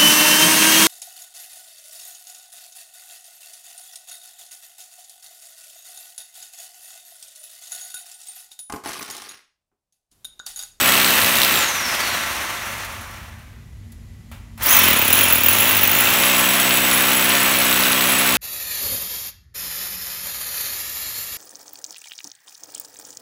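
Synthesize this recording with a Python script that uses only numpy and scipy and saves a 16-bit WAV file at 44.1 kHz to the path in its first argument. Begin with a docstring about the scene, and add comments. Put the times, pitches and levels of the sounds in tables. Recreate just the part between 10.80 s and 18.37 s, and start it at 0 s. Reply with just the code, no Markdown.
"""Indoors, between bare walls, a corded hammer drill finishes a hole in plaster, coasts to rest and starts a new one.
One shaft speed sets the fan and gear roar, the mesh whine and one hammer blow a stroke.
Each blow thumps and cracks the wall, rattles the plaster, crushes grit and rings the modes of the steel bit.
Piston clacks mark the coasting and a few ticks lead up to the new hole; a rumble with wavering hums lies below."""
import sys
import numpy as np
from scipy import signal
from scipy.fft import rfft, irfft, next_fast_len
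from scipy.io import wavfile
from scipy.ndimage import uniform_filter1d

SR = 44100
rng = np.random.default_rng(int(sys.argv[2]) if len(sys.argv) > 2 else 0)


def to_wav(s):
    """Save 16-bit WAV."""
    ch = np.atleast_2d(s).T  # columns
    pcm = np.round(np.clip(ch, -1, 1) * 32767)  # PCM
    wavfile.write(sys.argv[1], SR, pcm.astype(np.int16))


def how_loud(loudness_db):
    """Turn decibels into a plain amplitude multiplier (0 dB gives 1, 20 dB gives 10)."""
    steps = np.asarray(loudness_db, float) / 20
    return 10 ** steps


N = 333837
T = np.arange(N) / SR  # time of every sample [s]

# All levels in the tables are relative.
# Low rumble of the building: (frequency [Hz], level per Hz [dB])
RUMBLE = [(21, -33), (35, -8), (75, 3.5), (176, -10), (227, -15), (453, -33.5), (1400, -36), (1950, -32.5),
          (4770, -38), (6660, -39), (9530, -45), (11100, -41), (15900, -50)]
# Wavering hums: (frequency [Hz], width [Hz], level [dB])
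HUMS = [(50, 5, -47), (100, 7, -44), (226, 5, -52), (1985, 50, -67), (7100, 400, -72), (11200, 400, -72)]
# Tip set on the wall, knock of the housing, trigger: (time [s], snap level [dB], dull knock level [dB])
TICKS = [(3.12, -20.5, -42), (3.515, -35, -22.5), (3.7761, -22, -25)]
# Squeezes of the trigger: (on [s], off [s], top speed [strokes/s], spin-up time constant [s],
# braking by the wall after release [strokes/s2])
TRIGGER = [(0, .72, 64.7, .13, 35), (3.776, 3.926, 63.85, .092, 24.3), (4.251, 4.373, 63.85, .133, 27.5),
           (4.622, 4.846, 63.85, .136, 19.3), (5.031, 8, 63.85, .161, 0)]
# Roar of fan and gears: (frequency [Hz], level per Hz [dB])
ROAR = [(45, -34), (130, -14), (260, -6.5), (475, -13), (536, -5.5), (718, -6), (1100, -2.5), (1980, -1.5),
        (4300, -10), (4930, -14.5), (5860, -9), (7460, -15), (12500, -14), (15900, -17)]
# Mesh whine as the housing passes it: (frequency [Hz], level [dB])
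WHINE = [(1500, -70), (3100, -48), (3700, -35), (4450, -30), (4900, -38), (5300, -28), (6500, -26),
         (7950, -25), (8150, -28)]
# Spells of hammering: (first blow [s], bit leaves [s], grit level [dB], bit ring level [dB],
# wall thump level [dB])
HAMMER = [(0.0115, 0.868, -19.5, -21.5, -25.5), (3.832, 8, -19.5, -16, -22)]
# Blows that ring out: (time [s], high ring level [dB], low ring level [dB])
LOUD_BLOWS = [(3.832, -15, -30), (3.8606, -6, -16), (3.8863, -16, -10), (4.0115, -17, -14),
              (4.0553, -15, -10), (4.1607, -17, -3.5), (4.248, -6, -11), (4.3275, 2, -5),
              (4.4796, -8, -4.5), (4.5253, 1.5, -17), (4.6345, -1, -9.5), (4.6845, 3, -6), (4.802, -1, -13),
              (5.0311, 0, -14), (5.2014, -2, -10)]
# The wall under a blow: (frequency [Hz], level [dB])
WALL = [(45, -40), (65, -16), (80, 2), (100, 3), (128, -7), (160, -14), (191, 0), (212, -9), (229, 4),
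        (243, -4), (258, 3), (290, -10), (320, -3), (450, -8), (570, -5), (1000, -13), (3000, -15),
        (6000, -50)]
# Sharp edge of each blow: (frequency [Hz], level [dB])
CRACK = [(900, -39), (2600, -13), (3900, 3), (4800, -5), (8000, -24)]
# Crushed grit: (frequency [Hz], level per Hz [dB])
GRIT = [(2650, -22), (4500, -10.5), (7550, -9.5), (8090, -9.5), (10100, -7), (11000, -2), (15200, 2.5),
        (15900, -6)]
# Housing and plaster rattling at each blow: (frequency [Hz], level per Hz [dB])
CLATTER = [(290, -38), (500, -16), (668, -12), (1240, -3), (1760, -6.5), (2670, 3.5), (3640, -2.5),
           (4970, -21.5), (6500, -15.5), (8450, -12), (14300, -120)]
# Modes of the steel bit: (frequency [Hz], level [dB], t60 [s], family [0 high, 1 low])
BIT_MODES = [(14910, -2, .07, 0), (15000, -6, .06, 0), (15210, -9, .04, 0), (15720, -7, .03, 0),
             (15350, -3, .01, 0), (11120, 0, .05, 1), (11230, -5, .06, 1), (10780, -10, .04, 1),
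             (6920, -12, .05, 1), (3185, -14, .05, 1)]

LEFT_HOLE_S, NEW_HOLE_S = HAMMER[0][1], HAMMER[1][0]
SPEED_AT_START, FULL_SPEED = 63.4, 64  # strokes per s
SEAT_S = 0.22  # time for the bit to seat in the new hole


def evened(x):
    """Scales to rms 1."""
    return x / np.sqrt(np.mean(x ** 2) + 1e-20)


def coloured(x, points):
    """Filters by a (frequency [Hz], level [dB]) spectrum and scales to rms 1."""
    size = next_fast_len(N + 8192)
    hz, db = np.transpose(points)
    bins_hz = np.fft.rfftfreq(size, 1 / SR)
    gain = how_loud(np.interp(np.log(bins_hz + 1), np.log(hz), db))
    return evened(irfft(rfft(x, size) * gain, size)[:N])


def drift(per_s):
    """Slow chance of rms 1: noise smoothed twice."""
    width = int(SR / per_s)
    once = uniform_filter1d(rng.standard_normal(N), width)
    return evened(uniform_filter1d(once, width))


def whistle(hz, width_hz):
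    """A tone of rms 1 smeared by slow noise."""
    pole = np.exp(-np.pi * width_hz / SR)
    slow = signal.lfilter([1], [1, -pole], rng.standard_normal((2, N)))
    turn = 2 * np.pi * np.cumsum(hz * np.ones(N)) / SR
    return evened(slow[0] * np.cos(turn) + slow[1] * np.sin(turn))


def train(times, gains):
    """Single-sample clicks."""
    out = np.zeros(N)
    places = np.clip(np.round(times * SR).astype(int), 0, N - 1)
    np.add.at(out, places, gains)
    return out


def fading(clicks, t60):
    """Each click becomes a sudden rise and an exponential fall."""
    return signal.lfilter([1], [1, -how_loud(-60 / (t60 * SR))], clicks)


def spread(x, most_s):
    """Bending waves in the wall arrive late by a different amount at every pitch."""
    size = next_fast_len(N + 8192)
    hz = np.fft.rfftfreq(size, 1 / SR)
    knots = np.arange(0, SR / 2 + 50, 50)
    late_s = np.interp(hz, knots, most_s * rng.random(len(knots)))
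    phase = 2 * np.pi * np.cumsum(late_s) * hz[1]
    return irfft(rfft(x, size) * np.exp(-1j * phase), size)[:N]


def room_tone():
    """Low rumble of the building with a few wavering hums."""
    rumble = coloured(rng.standard_normal(N), RUMBLE) * how_loud(-41)
    hums = sum(how_loud(db) * whistle(hz, width_hz) for hz, width_hz, db in HUMS)
    return rumble + hums


def room(x, t60, wet_db):
    """Bare walls: a decaying noise tail after a short gap, without the deep bass and the top."""
    t = np.arange(SR // 2) / SR
    band = signal.butter(2, [600, 9000], "band", fs=SR)
    tail = signal.lfilter(*band, rng.standard_normal(len(t)))
    tail = tail * how_loud(-60 * t / t60) * (t > .004)
    return x + how_loud(wet_db) * signal.fftconvolve(x, tail / np.linalg.norm(tail))[:N]


def pressed(column=None):
    """Share of the bit's pressure on the wall, times the gain of a dB column of HAMMER if one is given."""
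    leave_s = 0.1  # the blows fade as the bit is drawn back
    share = np.zeros(N)
    for row in HAMMER:
        gain = how_loud(row[column]) if column else 1
        share += (T > row[0] - .01) * np.clip((row[1] - T) / leave_s, 0, 1) * gain
    return share


def skating():
    """1 from leaving the old hole and while the tip dances on bare plaster, easing to 0 as it bites."""
    skates_until_s, bite_s = 5.1, 0.38
    return (T > LEFT_HOLE_S) * np.clip((skates_until_s + bite_s - T) / bite_s, 0, 1)


def shaft_speed():
    """Strokes per s: the motor pulls toward top speed while squeezed, else friction, fan and wall brake it."""
    friction, fan_drag_per_s = 8, .82  # strokes per s2, and a share of the speed
    steps_s = np.arange(0, T[-1] + .002, .001)
    in_wall = np.interp(steps_s, T, pressed()) > .3
    squeeze = np.searchsorted([row[0] for row in TRIGGER], steps_s, "right") - 1
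    rows = np.array(TRIGGER)[np.maximum(squeeze, 0)]
    speed = [SPEED_AT_START]
    for s, touching, (_, off, top, spin_up, braking) in zip(steps_s, in_wall, rows):
        v = speed[-1]
        if s < off:
            pull = (top - v) / spin_up
        else:
            pull = -friction - fan_drag_per_s * v - braking * touching
        speed.append(max(v + pull / 1000, .1))
    return np.interp(T, steps_s, speed[:-1])


def strokes_between(speed, start_s, on_s, end_s):
    """Times at which the crank completes a turn, one of them at on_s."""
    turns = np.cumsum(speed) / SR
    start, on, end = np.interp([start_s, on_s, end_s], T, turns)
    return np.interp(on + np.arange(np.ceil(start - on), end - on), turns, T)


def blow_times(speed):
    """One blow a stroke while the bit is pressed in."""
    return np.concatenate([strokes_between(speed, first, first, end) for first, end, *_ in HAMMER])


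def bit_ring(times, family_db):
    """Each blow chatters against the steel for some ms and stirs every mode by chance."""
    out = np.zeros(N)
    late_s = 0.0036 * rng.random(len(times))  # the rebound wakes the low family
    chatter = [fading(train(times + family * late_s, how_loud(np.asarray(db))), 0.036)
               for family, db in enumerate(family_db)]
    for hz, db, t60, family in BIT_MODES:
        r = how_loud(-60 / (t60 * SR))
        w = 2 * np.pi * hz / SR
        drive = 0.097 * uniform_filter1d(chatter[int(family)], 50) * rng.standard_normal(N)
        out += how_loud(db) * np.sin(w) * signal.lfilter([1], [1, -2 * r * np.cos(w), r * r], drive)
    return out


def ticks(speed):
    """Piston clacks, one a stroke while coasting, and the ticks: bright snap, dull longer knock, faint bit ring."""
    from_s, loudest_s, to_s = 1.85, 2.0475, 2.65
    clack_db, clack_dull_db, db_per_octave, scatter_db = -8, -23, 25, 4
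    clacks = strokes_between(speed, from_s, loudest_s, to_s)
    # slower than at the loudest clack, they weaken; all others scatter downward
    slowing = np.minimum(np.log2(np.interp(clacks, T, speed) / np.interp(loudest_s, T, speed)), 0)
    scatter = abs(rng.standard_normal(len(clacks))) * (abs(clacks - loudest_s) > .01)
    change_db = db_per_octave * slowing - scatter_db * scatter
    clack_rows = [clacks, clack_db + change_db, clack_dull_db + 0.18 * change_db]
    s, db, dull_db = np.concatenate([clack_rows, np.transpose(TICKS)], axis=1)
    noise = rng.standard_normal(N)
    snap = coloured(noise, [(1500, -28), (4000, -5), (15000, 0)])
    snap = snap * fading(train(s, how_loud(db - 21)), 0.045)
    knock = coloured(noise, [(400, -28), (600, -4), (2500, -8), (5000, -20)])
    knock = knock * fading(train(s, how_loud(dull_db - 17.5)), 0.31)
    return snap + knock + bit_ring(s, (db - 35, db - 23))


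def roar_gain(speed):
    """Loudness follows the speed: fan and housing answer the shaft a moment late."""
    roar_db, db_per_octave = -12.5, 7.5  # at full speed, and the loss each time the speed halves
    stall_speed, stall_db_per_octave = 15, 5.5  # slowing below this [strokes/s], the roar dies faster
    clear_s, pull_s, clear_db = 1.25, 0.19, 3  # it opens up as the bit is drawn out of the hole
    keep = np.exp(-1 / (0.018 * SR))
    speed = signal.lfilter([1 - keep], [1, -keep], speed, zi=[SPEED_AT_START])[0]
    clear = np.clip(1 + (T - clear_s) / pull_s, 0, 1) * (T < NEW_HOLE_S)
    stalling = np.minimum(np.log2(speed / stall_speed), 0) * (np.gradient(speed) <= 0)
    speed_db = db_per_octave * np.log2(speed / FULL_SPEED)
    return how_loud(roar_db + speed_db + stall_db_per_octave * stalling + clear_db * clear)


def motor_roar(speed):
    """Fan and gear noise that flutters, and dulls as it slows."""
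    roar = coloured(rng.standard_normal(N), ROAR)
    dull = signal.lfilter(*signal.butter(2, 2600, fs=SR), roar)
    slow = np.clip(1 - speed / 30, 0, 1) * 0.47
    flutter = how_loud(1.1 * drift(67) - 1.5)
    return roar_gain(speed) * ((1 - slow) * roar + slow * dull) * flutter


def gear_whine(speed):
    """Meshing teeth: a tone and a fuzzy twin tied to the shaft, shaped by the housing."""
    teeth_per_stroke = 125.3
    seated_skate_db = -4  # the whine sinks while the seated tip skates
    braked_speed, braked_db_per_octave = 50, 16  # braked by the wall below this [strokes/s], it fades
    blows = blow_times(speed)
    next_blow = blows[np.minimum(np.searchsorted(blows, T), len(blows) - 1)]
    # under load in the new hole the shaft gains or loses speed in jumps, blow by blow
    stepped = np.interp(next_blow, T, speed)
    hz = teeth_per_stroke * np.where(T > NEW_HOLE_S, stepped, speed)
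    wobble_hz = 0.00617 * hz * drift(91)  # the mesh never runs quite evenly
    tone = np.sqrt(2) * np.sin(2 * np.pi * np.cumsum(hz + wobble_hz) / SR)
    housing_db = np.interp(hz, *np.transpose(WHINE))
    whine = (tone + 1.03 * whistle(hz, width_hz=53)) * how_loud(housing_db + 0.93 * drift(89) - 2)
    seated = np.clip((T - NEW_HOLE_S) / SEAT_S - 1, 0, 1)
    braked = uniform_filter1d((np.gradient(speed) < -1e-4) * pressed(), 900)
    braked_db = braked_db_per_octave * braked * np.minimum(np.log2(speed / braked_speed), 0)
    return whine * how_loud(seated_skate_db * skating() * seated + braked_db)


def wall_thump(strokes, luck):
    """Low modes of the wall, struck at slightly scattered times and smeared by bending waves."""
    tight_s, loose_s = .00008, .001  # scatter of the blow times
    worked_loose_s = .35  # from here the old hole is loose
    loose = skating() + (T > worked_loose_s) * (T < LEFT_HOLE_S)
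    slack_s = tight_s + loose_s * np.interp(strokes, T, loose)
    thump = coloured(train(strokes + slack_s * luck[0], how_loud(0.19 * luck[1])), WALL)
    taken = np.clip(abs(T - NEW_HOLE_S) / SEAT_S, 0, 1) ** 2  # a new hole takes the thump after a moment
    # the wall takes the blows more fully once the tip bites
    return spread(thump, most_s=.016) * pressed(column=4) * how_loud(-1.5 * skating()) * taken


def wall_crack(times, crack_db, speed, depth):
    """Sharp edge of each blow, briefly smeared; it cracks harder in a deep hole."""
    crack = coloured(train(times, how_loud(crack_db)), CRACK) * roar_gain(speed)
    return spread(crack, most_s=.002) * how_loud(-22 + 11 * depth)


def crushed_grit(strike, swell, speed):
    """Noise bursts of crushed grains; slower strokes crush less."""
    skate_db, db_per_octave = 1, 5
    bursts = evened(swell + 1.5 * fading(strike, .004) + 0.54)
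    grit = coloured(bursts * rng.standard_normal(N), GRIT) * pressed(column=2)
    return grit * how_loud(2 + skate_db * skating() + db_per_octave * np.log2(speed / FULL_SPEED))


def plaster_clatter(strike, swell, speed, depth):
    """Housing and plaster rattle at each blow, less in a deep hole; a new hole rattles after a moment."""
    deep_db, build_s = -3.5, 0.2
    db_per_octave = -3  # beyond the roar's own law
    rattle = 0.53 * swell + 0.54 * fading(strike, 0.0074) + 0.61 * pressed()
    clatter = coloured(rattle * rng.standard_normal(N), CLATTER) * roar_gain(speed)
    build = np.clip(abs(T - NEW_HOLE_S) / build_s, 0, 1)
    return clatter * how_loud(-4 + deep_db * depth + db_per_octave * np.log2(speed / FULL_SPEED)) * build


def struck_bit(times, loud, luck, depth):
    """Ring of the bit: its high modes sing out while skating, a deep hole damps the low ones."""
    skate_ring_db, skate_high_db, deep_low_db = -2, 8.5, -3.5
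    ring = pressed(column=3) * how_loud(skate_ring_db * skating())
    ring_db = 20 * np.log10(np.interp(times, T, ring) + 1e-9)
    high_db = ring_db + 5.5 + skate_high_db * np.interp(times, T, skating()) + 1.4 * luck[2]
    low_db = ring_db + 4 + deep_low_db * np.interp(times, T, depth) + 4.3 * luck[5]
    _, high_db[loud], low_db[loud] = np.transpose(LOUD_BLOWS)
    return bit_ring(times, (high_db, low_db))


def hammer(speed):
    """Each blow and its rebound drive the thump, crack, grit, clatter and ring with shared chance."""
    bore_s = 4.5  # time to sink a hole to full depth
    strokes = blow_times(speed)
    depth = np.where(T < NEW_HOLE_S, 1, np.clip((T - NEW_HOLE_S) / bore_s, 0, 1))
    luck = rng.standard_normal((len(strokes), 6)).T
    times = strokes + .0004 * luck[0]
    loud_s, loud_high_db, _ = np.transpose(LOUD_BLOWS)
    loud = np.argmin(abs(times[:, None] - loud_s), axis=0)
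    times[loud] = loud_s
    strike_db = 2.2 * luck[2]
    strike_db[loud] = 5 + 0.7 * loud_high_db  # a blow that rings louder also lands harder
    strike = train(times, how_loud(strike_db))
    rebound = train(times + 0.0039 + 0.0034 * luck[3], how_loud(1 + 2.9 * luck[4]))
    swell = uniform_filter1d(fading(strike + rebound, 0.01), 60)  # grit takes a moment to crush
    thump = wall_thump(strokes, luck)
    crack = wall_crack(times, strike_db + 4 * luck[4], speed, depth)
    grit = crushed_grit(strike, swell, speed)
    clatter = plaster_clatter(strike, swell, speed, depth)
    return thump + crack + grit + clatter + struck_bit(times, loud, luck, depth)


def scene():
    """Drill in the room over the room tone."""
    speed = shaft_speed()
    drill = ticks(speed) + motor_roar(speed) + gear_whine(speed) + hammer(speed)
    return (room(drill, t60=0.72, wet_db=-8.5) + room_tone())[None]


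def band_limit(x):
    """A steep low-pass at the top of the band."""
    return signal.sosfilt(signal.butter(12, 17130, fs=SR, output="sos"), x)


def record(dry):
    """Slow gain control, band limits, hard ceiling."""
    knee_db, share, lag_s = -30.5, 0.34, 0.51  # this share of the excess over the knee is taken off
    start_db = 13.5  # excess at the start
    power_db = 10 * np.log10(abs(uniform_filter1d(dry[0] ** 2, 2000)) + 1e-12)
    keep = np.exp(-1 / (lag_s * SR))
    excess_db = np.maximum(power_db - knee_db, 0)
    over_db = signal.lfilter([1 - keep], [1, -keep], excess_db, zi=[start_db])[0]
    levelled = dry * how_loud(-share * over_db)
    top_edge = signal.firwin(401, 15800, window=("kaiser", 9), fs=SR)
    limited = signal.oaconvolve(levelled, top_edge[None], "same")
    # the microphone drops the deepest bass
    limited = signal.sosfilt(signal.butter(4, 36, "high", fs=SR, output="sos"), limited)
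    mix = np.clip(limited, -1, 1)
    return band_limit(mix)


dry = scene()
out = record(dry)
to_wav(out)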